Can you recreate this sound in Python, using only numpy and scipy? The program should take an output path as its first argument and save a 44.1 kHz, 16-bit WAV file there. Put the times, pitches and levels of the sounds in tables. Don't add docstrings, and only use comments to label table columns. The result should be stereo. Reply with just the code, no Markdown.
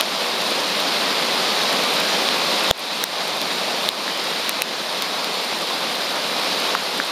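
import sys
import numpy as np
from scipy import signal
from scipy.fft import rfft, irfft, next_fast_len
from scipy.io import wavfile
from scipy.ndimage import uniform_filter1d

SR = 44100
rng = np.random.default_rng(int(sys.argv[2]) if len(sys.argv) > 2 else 0)


def store_wav(level_fs):
    pcm = np.round(np.clip(np.atleast_2d(level_fs), -1, 1) * 32767)
    wavfile.write(sys.argv[1], SR, pcm.T.astype(np.int16))


N = 313551

# frequency_hz, relative_level_db
WATER_SPECTRUM = [(30, 11), (100, -8), (186, -4.5), (334, -6.5), (543, -1), (781, -3), (1120, -3.5),
                  (1400, -7), (1820, -8.5), (2520, -6.5), (2900, -7.5), (3900, -3.5), (4910, -7.5),
                  (6300, -18), (7500, -21), (9750, -38)]
# time_s, level_db
WATER_NEARNESS = [(0, -18), (1.6, -19.5), (2.4, -19), (3.4, -20), (4.8, -20.5), (6.2, -22.5), (7.11, -20)]
def flood_water():
    rush = wash(WATER_SPECTRUM, patchy_db=.78, flicker_db=.55, splashes_per_s=1500, spread_db=2.9,
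                splash_db=-7)
    return gain_of(nearness_db()) * rush


def nearness_db():
    return np.interp(np.arange(N) / SR, *np.transpose(WATER_NEARNESS))


# start_s, knock_db, pitch_hz, tick_db
CAMERA_HITS = [(.0099, 6, 3280, -3), (.8028, -3, 3900, -17), (2.0022, -18, 3900, -16),
               (2.2885, 3.5, 3300, -28), (2.7109, 21.5, 3480, -4), (2.794, -15, 3900, -12),
               (3.0396, -2, 1800, 3), (3.4162, -1, 3800, -14), (3.5596, -18, 3900, -22),
               (3.8893, 10, 3740, -7), (4.079, -3.5, 1720, -28), (4.1752, -22, 3900, -21),
               (4.4937, -2.5, 2450, -2.5), (4.6203, 6, 2600, 2), (5.0225, -1, 3800, -10),
               (5.2447, -3, 3900, -17), (5.9562, -18, 3900, -22), (6.751, 0, 1268, -22),
               (7.0004, 1.5, 1602, -31)]
# pitch_hz, level_db, t60_s
SHELL_MODES = [(5740, 3.5, 0.0018), (8930, -1.5, 0.002), (10800, 3.5, 0.0013), (13900, 3, 0.0017)]
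def drops_on_camera():
    shell = sum((-1) ** k * gain_of(db) * ring(hz, t60_s, rise_s=.00004)
                for k, (hz, db, t60_s) in enumerate(SHELL_MODES))
    port = gain_of(-.5) * ring(hz=4000, t60_s=.0047, rise_s=.00009)
    shove = -ring(hz=625, t60_s=.0084, rise_s=.00013)
    length = len(shove)
    out = np.zeros(N + length)
    for start_s, knock_db, pitch_hz, tick_db in CAMERA_HITS:
        knock = ring(pitch_hz, t60_s=10.1 / pitch_hz, rise_s=.00012)
        at = round(start_s * SR)
        out[at:at + length] += gain_of(knock_db) * knock + gain_of(tick_db) * (shell + port)
        early = round((start_s - .0005) * SR)
        out[early:early + length] += gain_of(-30 + 2.02 * knock_db) * shove
    return out[:N]


# frequency_hz, relative_level_db
RAIN_SPECTRUM = [(3000, -22), (6000, -10.5), (8500, 3), (11000, 0), (13000, -2.5), (14500, -6),
                 (15500, -13)]
def rain():
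    hiss = wash(RAIN_SPECTRUM, patchy_db=.58, flicker_db=.57, splashes_per_s=60, spread_db=4.8,
                splash_db=-10)
    return gain_of(-21 + .81 * nearness_db()) * hiss


def wash(spectrum, patchy_db, flicker_db, splashes_per_s, spread_db, splash_db, size=512):
    hop = size // 4
    frames = N // hop + 5
    real, imag, patches = rng.standard_normal((frames, size // 2 + 1, 3)).T
    patches = uniform_filter1d(patches, size=8, axis=0)
    patches = unit_rms(uniform_filter1d(patches, size=24, axis=1))
    flicker = unit_rms(uniform_filter1d(rng.standard_normal(frames), size=10))
    swell = gain_of(patchy_db * patches + flicker_db * flicker)
    noise = signal.istft((real + 1j * imag) * swell, nperseg=size, noverlap=size - hop)[1][:N]
    splashes = gain_of(spread_db * np.minimum(rng.exponential(1, N), 4)) * rng.choice([-1., 1.], N)
    splashes *= rng.random(N) < splashes_per_s / SR
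    mixed = unit_rms(noise) + gain_of(splash_db) * unit_rms(splashes)
    hz, db = np.transpose(spectrum)
    padded = next_fast_len(N)
    bin_hz = np.fft.rfftfreq(padded, 1 / SR)
    colour = gain_of(np.interp(np.log(bin_hz + 1), np.log(hz + 1), db, left=-70, right=-70))
    return unit_rms(irfft(rfft(mixed, padded) * colour, padded)[:N])


def ring(hz, t60_s, rise_s):
    t = np.arange(1500) / SR
    attack = 1 - np.exp(-t / rise_s)
    return -attack * gain_of(-60 * t / t60_s) * np.sin(2 * np.pi * hz * t)


def gain_of(db):
    return 10 ** (np.asarray(db) / 20)


def unit_rms(x):
    return x / np.sqrt(np.mean(x ** 2) + 1e-20)


def scene():
    return np.tile(flood_water() + drops_on_camera() + rain(), (2, 1))


def low_pass(x, hz):
    return signal.oaconvolve(x, signal.firwin(1023, hz, window=("kaiser", 9), fs=SR), "same")


def gain_control(x, knee_db=-10.5, slow_most_db=4.0, slow_db_per_s=2.5, quick_s=.079, lag_s=.0019):
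    t = np.arange(N) / SR
    power = signal.lfilter(np.ones(44) / 44, 1, x ** 2)
    over_db = np.maximum(10 * np.log10(power + 1e-12) - knee_db, 0)
    creep_db = slow_db_per_s * t
    slow_db = np.maximum.accumulate(np.minimum(over_db, slow_most_db) + creep_db) - creep_db
    log_rest = np.log(np.maximum(over_db - slow_most_db, 1e-9))
    quick_db = np.exp(np.maximum.accumulate(log_rest + t / quick_s) - t / quick_s)
    lag = np.exp(-1 / (lag_s * SR))
    duck_db = signal.lfilter([1 - lag], [1, -lag], np.maximum(slow_db, 0) + quick_db)
    return x / gain_of(duck_db)


# centre_hz, width_hz
CAMERA_NOTCHES = [(7870, 350), (9000, 52), (10000, 86)]
def record(dry):
    x = signal.sosfilt(signal.butter(5, 178.3, "high", fs=SR, output="sos"), dry[0])
    x = gain_control(low_pass(x, hz=15690))
    x = np.clip(x, -.68, .68)
    for centre_hz, width_hz in CAMERA_NOTCHES:
        x = signal.lfilter(*signal.iirnotch(centre_hz, centre_hz / width_hz, SR), x)
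    return np.tile(low_pass(x, hz=16600), (2, 1))


dry = scene()
out = record(dry)
store_wav(out)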